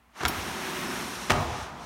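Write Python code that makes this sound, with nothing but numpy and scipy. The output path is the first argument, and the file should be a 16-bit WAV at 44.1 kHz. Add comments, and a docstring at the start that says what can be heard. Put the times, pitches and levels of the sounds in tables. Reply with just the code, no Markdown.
"""Sliding glass door in an empty room

One microphone, close to the door, with the bare room behind it. The door pulls out of its seal, the
latch clacks and rings, and it rolls open: the brush seal hisses on the track, the rollers rumble in the
pane. It bumps its stop, the pane booms and the walls ring, while distant traffic comes in at the gap."""
import sys
import numpy as np
from scipy import signal
from scipy.fft import rfft, irfft
from scipy.io import wavfile
from scipy.ndimage import uniform_filter1d

SR = 44100
rng = np.random.default_rng(int(sys.argv[2]) if len(sys.argv) > 2 else 0)


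def dump_mix(stems):
    """Bounce the given channels to the path in sys.argv[1] as a 16-bit WAV at rate SR."""
    frames = np.atleast_2d(stems).T  # one column per channel
    limited = np.clip(frames, -1, 1)  # hard clip at full scale
    pcm = np.round(limited * 32767).astype(np.int16)
    wavfile.write(sys.argv[1], SR, pcm)


N = 81585
TIME = np.arange(N) / SR
FREQS = np.arange(N // 2 + 1) * SR / N


def undb(db):
    """Decibels to gain."""
    return 10 ** (np.asarray(db) / 20)


def unit(x):
    """Scale to rms 1."""
    return x / np.sqrt(np.mean(x ** 2) + 1e-20)


def curve(rows):
    """Gain over time from (t/s, level/dB) rows."""
    return undb(np.interp(TIME, *np.array(rows).T))


def ramp(start, length):
    """Straight rise from 0 to 1; times in seconds."""
    return np.clip((TIME - start) / length, 0, 1)


def fade(start, t60):
    """Exponential decay from a moment on, 60 dB down after t60 seconds."""
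    age = TIME - start
    return (age >= 0) * np.exp(-np.log(1000) * np.maximum(age, 0) / t60)


def along_hz(rows):
    """Spread (f/Hz, value) rows over the spectrum on a log-frequency axis."""
    hz, values = np.array(rows, float).T
    return np.interp(np.log(FREQS + 1e-3), np.log(hz), values)


def colour(x, spectrum, corner_hz=1e6):
    """Give a signal a spectrum, rolled off above a corner; rms 1."""
    gain = undb(along_hz(spectrum)) / np.sqrt(1 + (FREQS / corner_hz) ** 4) * (FREQS > 18)
    return unit(irfft(rfft(x) * gain, N))


def noise(spectrum, corner_hz=1e6):
    """Noise of a given spectrum; rms 1."""
    return colour(rng.standard_normal(N), spectrum, corner_hz)


def wander(rate_hz):
    """Smooth random drift; rms 1."""
    hold = int(SR / rate_hz)
    steps = np.repeat(rng.standard_normal(N // hold + 1), hold)
    return unit(uniform_filter1d(uniform_filter1d(steps, hold), hold)[:N])


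def impulses(per_s):
    """Randomly timed clicks of either sign."""
    return (rng.random(N) < per_s / SR) * rng.choice([-1, 1], N)


def burst(grain, envelope):
    """Grain under an envelope, scaled to the envelope's energy."""
    shaped = grain * envelope
    return shaped * np.sqrt(np.sum(envelope ** 2) / (np.sum(shaped ** 2) + 1e-20))


def ring(start, modes):
    """Damped modes struck at a moment, each swinging out either way."""
    return sum(rng.choice([-1, 1]) * undb(db) * fade(start, t60) * np.sin(2 * np.pi * hz * (TIME - start))
               for hz, db, t60 in modes)


def blows(rows, spectrum):
    """Contacts on the door frame: dense short ringing, duller when the contact is soft."""
    return sum(undb(db) * burst(noise(spectrum, hz), fade(start, t60)) for start, db, hz, t60 in rows)


# Mains tones in the room: f/Hz, level/dB
MAINS_TONES = [(59.5, -66), (237, -69.5)]
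def hum():
    """Faint, steady mains hum in the room."""
    return sum(undb(db) * np.sin(2 * np.pi * (hz * TIME + rng.random())) for hz, db in MAINS_TONES)


# Distant traffic, heard from indoors: f/Hz, level/dB
TRAFFIC_SPECTRUM = [(22, -24), (42, -7), (60, 3), (90, -4), (140, -3), (240, -5), (330, -9), (520, -12),
                    (800, -3), (1100, -4), (1700, -14), (3000, -23), (6000, -30), (10000, -38),
                    (16000, -48)]
def traffic(shut_db=-64, open_db=-43.5, opens_s=0.22, wide_s=1.4):
    """Traffic far outside; its power at the microphone grows with the width of the gap."""
    gap = ramp(opens_s, wide_s - opens_s)
    power = undb(shut_db) ** 2 + gap * undb(open_db) ** 2
    return noise(TRAFFIC_SPECTRUM) * np.sqrt(power) * undb(0.76 * wander(rate_hz=5.3))


# Tone of the bare room behind the door: f/Hz, level/dB
ROOM_SPECTRUM = [(40, 0), (150, 4.5), (400, 1), (800, 1), (1200, -3), (2000, -6), (4000, -7), (16000, -8)]
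# Its reverberation time by band: f/Hz, t60/s
ROOM_DECAY = [(60, 0.98), (300, 0.85), (900, 1.43), (2000, 0.72), (5000, 1.25), (16000, 0.74)]
def room(x, delay_s=0.011):
    """Diffuse ring of bare walls, just after the direct sound and longest in the middle range."""
    spectrum = rfft(noise(ROOM_SPECTRUM))
    tail = 0
    for hz, t60 in ROOM_DECAY:
        band = along_hz([(centre, centre == hz) for centre, _ in ROOM_DECAY])
        tail = tail + irfft(spectrum * band, N) * fade(delay_s, t60)
    return signal.fftconvolve(x, tail / np.sqrt(np.sum(tail ** 2)))[:N]


# Faint squeal at the track: t/s, f/Hz, level/dB
SQUEAL_PATH = [(0.82, 5290, -62), (0.865, 5340, -49), (0.9, 5400, -46), (0.935, 5440, -51),
               (0.99, 5450, -57), (1.05, 5480, -70)]
def squeal(wobble_hz=90):
    """The seal sings briefly on the track, with an unsteady pitch."""
    times, hz, db = np.array(SQUEAL_PATH).T
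    pitch = np.interp(TIME, times, hz) + wobble_hz * wander(rate_hz=300)
    gain = undb(np.interp(TIME, times, db, left=-np.inf, right=-np.inf))
    return gain * np.sin(2 * np.pi * np.cumsum(pitch) / SR)


# Hiss of the bristles, close up: t/s, level/dB
BRISTLE_LEVEL = [(0.0, -95), (0.13, -77), (0.18, -53.5), (0.23, -50.5), (0.32, -46.5), (0.38, -45),
                 (0.7, -44), (1.02, -42), (1.27, -43), (1.45, -49), (1.63, -47), (1.69, -60), (1.745, -75),
                 (1.8, -57), (1.85, -53)]
# Its tone: f/Hz, level/dB
BRISTLE_SPECTRUM = [(2000, -7), (4000, -1), (4900, -4.5), (5500, 2.5), (6600, -1.5), (7500, -6), (9600, -2),
                    (10400, -9.5), (12000, -6), (16000, -22.5)]
def bristles(dull_hz=8140):
    """High hiss of the bristles, duller once the door slows down."""
    slowed = ramp(start=0.99, length=0.48)
    white = rng.standard_normal(N)
    bright = colour(white, BRISTLE_SPECTRUM)
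    dull = colour(white, BRISTLE_SPECTRUM, dull_hz)
    return curve(BRISTLE_LEVEL) * ((1 - slowed) * bright + slowed * dull)


# The seal rubbing along the track, and its mid-treble scrape: t/s, level/dB
RUB_LEVEL = [(0.0, -98), (0.115, -72), (0.17, -45), (0.198, -41.5), (0.21, -34), (0.32, -35.5), (0.5, -37),
             (0.8, -35.5), (0.95, -36), (1.1, -38), (1.27, -41), (1.45, -40), (1.6, -41), (1.67, -44.5),
             (1.74, -52.5), (1.8, -48.5), (1.85, -52)]
SCRAPE_LEVEL = [(0.2, -70), (0.33, -42), (0.55, -49.5), (0.8, -41), (0.96, -49), (1.15, -55), (1.3, -67)]
# The tone of each: f/Hz, level/dB
RUB_SPECTRUM = [(100, -14), (300, -5.5), (520, -6), (700, -2.5), (950, 0), (1400, -1), (2000, -4.5),
                (3000, -8), (4000, -12), (4800, -16), (6500, -18), (8000, -26), (11000, -33), (16000, -41)]
SCRAPE_SPECTRUM = [(700, -22), (1700, 5.5), (2800, 3), (4200, -9), (6000, -10.5)]
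def brush_seal(grit_db=-7, grit_spread_db=3.0, flutter_db=0.45):
    """Bristles and grit rub along the track near the microphone; the level flutters slightly."""
    grit = impulses(per_s=1800) * undb(grit_spread_db * np.minimum(rng.exponential(size=N), 5))
    rub = colour(rng.standard_normal(N) + undb(grit_db) * unit(grit), RUB_SPECTRUM) * curve(RUB_LEVEL)
    scrape = noise(SCRAPE_SPECTRUM) * curve(SCRAPE_LEVEL)
    return (rub + scrape + bristles()) * undb(flutter_db * wander(rate_hz=35.06))


# Rumble of the rollers: t/s, level/dB
ROLLER_LEVEL = [(0.0, -95), (0.19, -75), (0.23, -42), (0.36, -44), (0.55, -42), (0.78, -41), (0.89, -35.5),
                (0.96, -38.5), (1.04, -37.5), (1.12, -43), (1.27, -45), (1.5, -52), (1.85, -58)]
# Its tone in the glass: f/Hz, level/dB
ROLLER_SPECTRUM = [(22, -30), (45, -26), (62, -8.5), (110, -12), (160, -1), (220, 3.5), (265, 0.5),
                   (310, -4.5), (380, 4), (450, -16.5), (600, -12), (1200, -43.5)]
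def rollers():
    """The rollers shake the pane as they run along the track."""
    return noise(ROLLER_SPECTRUM) * curve(ROLLER_LEVEL)


# Slow shudders of the glass: t/s, level/dB, rise/s, t60/s
PANE_SHUDDERS = [(0.222, -31, 0.036, 0.49), (0.33, -39, .02, 0.68), (1.3, -34.5, 0.018, .3),
                 (1.385, -31, 0.022, .4), (1.577, -41.5, 0.022, .3)]
# Their deep boom, close up: f/Hz, level/dB
PANE_SPECTRUM = [(20, -40), (38, -14), (58, 1), (88, 0), (112, -10), (170, -20), (300, -42)]
def pane():
    """The big pane booms after each jolt."""
    return sum(undb(db) * burst(noise(PANE_SPECTRUM), fade(start, t60) * ramp(start, rise))
               for start, db, rise, t60 in PANE_SHUDDERS)


# Knocks at the jamb: t/s, level/dB, roll-off f/Hz, t60/s
JAMB_KNOCKS = [(0.2065, -32.5, 1700, 0.16), (0.2325, -23, 524, 0.033), (0.268, -27.5, 342, .07),
               (0.2955, -25.5, 420, 0.032)]
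# Their tone: f/Hz, level/dB
JAMB_SPECTRUM = [(40, -1), (90, 3.5), (200, -4), (400, 0.5), (540, -10), (900, 2.5), (1400, 4), (2200, -13),
                 (4000, -20), (16000, -34)]
def jamb():
    """The frame knocks as the door pulls free."""
    return blows(JAMB_KNOCKS, JAMB_SPECTRUM)


CATCH_S = 0.2813
# Modes of the steel catch: f/Hz, level/dB, t60/s
CATCH_MODES = [(4396, -8, .06), (5502, -1, .1), (6481, -12, .12), (7154, -7, .04), (9776, -2, .08),
               (11690, 0, .1), (12040, -2, .055), (14800, -3, .1)]
def catch_ring(gain_db=-31.5):
    """The steel catch rings on after springing back."""
    return undb(gain_db) * ring(CATCH_S, CATCH_MODES)


# Latch clacks, close up: t/s, ring level/dB, snap level/dB, snap roll-off f/Hz
LATCH_CLACKS = [(0.235, -42, -25, 5000), (0.2523, -18.5, -14, 14000), (0.2598, -20, -19, 10000)]
# Modes of the latch housing: f/Hz, level/dB, t60/s
HOUSING_MODES = [(770, -5, .04), (960, -4, .03), (1350, 0, .05), (1593, -3, .05), (2225, -9, .04),
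                 (3335, -3, .018), (3650, -7, .015)]
# Tone of the latch's snap and of the catch's tick: f/Hz, level/dB
SNAP_SPECTRUM = [(300, -16), (900, 6), (3500, 5), (6300, 1), (8500, -11), (12000, -5.5), (16000, -16)]
TICK_SPECTRUM = [(1500, -3), (4200, 3.5), (7300, -3), (9000, -1.5), (11500, -2), (16000, -7)]
def latch(tick_db=-25):
    """The latch clacks in its housing, then the steel catch springs back with a tick."""
    clacks = 0
    for start, ring_db, snap_db, corner_hz in LATCH_CLACKS:
        housing = ring(start, HOUSING_MODES)
        snap = burst(noise(SNAP_SPECTRUM, corner_hz), fade(start, t60=0.0071))
        clacks = clacks + undb(ring_db) * housing + undb(snap_db) * snap
    tick = burst(noise(TICK_SPECTRUM), fade(CATCH_S, t60=0.029))
    return clacks + undb(tick_db) * tick


# Modes of the door's frame: f/Hz, level/dB, t60/s
FRAME_MODES = [(158, -4, .35), (226, -7, .5), (257, -5, .6), (378, -4, .5), (476, -9, .6), (628, -9, .7),
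               (766, -8, 1.0), (889, -4, .4), (1040, -6, .7), (1133, -3, .4), (1258, 2, .2), (1630, -6, .3),
               (2462, -6, .12)]
def frame_ring(struck_s=1.304, gain_db=-32):
    """The frame rings on after striking the stop."""
    return undb(gain_db) * ring(struck_s, FRAME_MODES)


# Tone of the chatter at the stop: f/Hz, level/dB
CHATTER_SPECTRUM = [(150, -5), (400, -1), (1300, 4), (2500, 0), (3600, -8), (4500, -8.5), (5800, -12),
                    (8500, -15.5), (11000, -22), (16000, -24)]
def chatter(start_s=1.298, length_s=0.027, rise_s=0.0014, fall_s=0.0047, level_db=-24.5):
    """A quick run of tiny contacts while the frame settles against the stop."""
    window = ramp(start_s, rise_s) * np.clip((start_s + length_s - TIME) / fall_s, 0, 1)
    contacts = unit(impulses(per_s=800)) + 0.5 * rng.standard_normal(N)
    return undb(level_db) * burst(colour(contacts, CHATTER_SPECTRUM), window)


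# Bumps at the end of the track: t/s, level/dB, roll-off f/Hz, t60/s
STOP_BUMPS = [(1.2977, -20, 2980, 0.061), (1.303, -14.5, 2560, 0.044), (1.3052, -15.5, 8900, 0.016),
              (1.312, -14.5, 690, 0.043), (1.3182, -27, 4000, 0.028)]
# Their tone in the frame: f/Hz, level/dB
BUMP_SPECTRUM = [(40, 4), (150, -2), (380, 1.5), (550, -7.5), (900, 3), (1280, 2), (1800, 0), (2400, -4),
                 (3300, -4.5), (4500, -12), (5600, -5), (8000, -17), (16000, -20)]
def door_stop():
    """The door bumps its stop in several quick contacts and chatters against it."""
    return blows(STOP_BUMPS, BUMP_SPECTRUM) + chatter()


def scene(release_wet_db=-13, stop_wet_db=-6.5):
    """The door close by, the room behind it; one microphone feeds both channels."""
    release = latch() + jamb()
    stop = door_stop()
    walls = room(undb(release_wet_db) * release + undb(stop_wet_db) * stop)
    ringing = catch_ring() + frame_ring()
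    sliding = brush_seal() + rollers() + squeal()
    door = release + sliding + stop + ringing + pane()
    mono = door + walls + traffic() + hum()
    return np.array([mono, mono])


def record(dry, low_cut_hz=46, top_hz=15850):
    """The recorder drops the deepest bass and cuts the top."""
    low_cut = signal.butter(4, low_cut_hz, "high", fs=SR, output="sos")
    high_cut = signal.ellip(10, 0.2, 70, top_hz, fs=SR, output="sos")
    return signal.sosfilt(high_cut, signal.sosfilt(low_cut, dry))


dry = scene()
out = record(dry)
dump_mix(out)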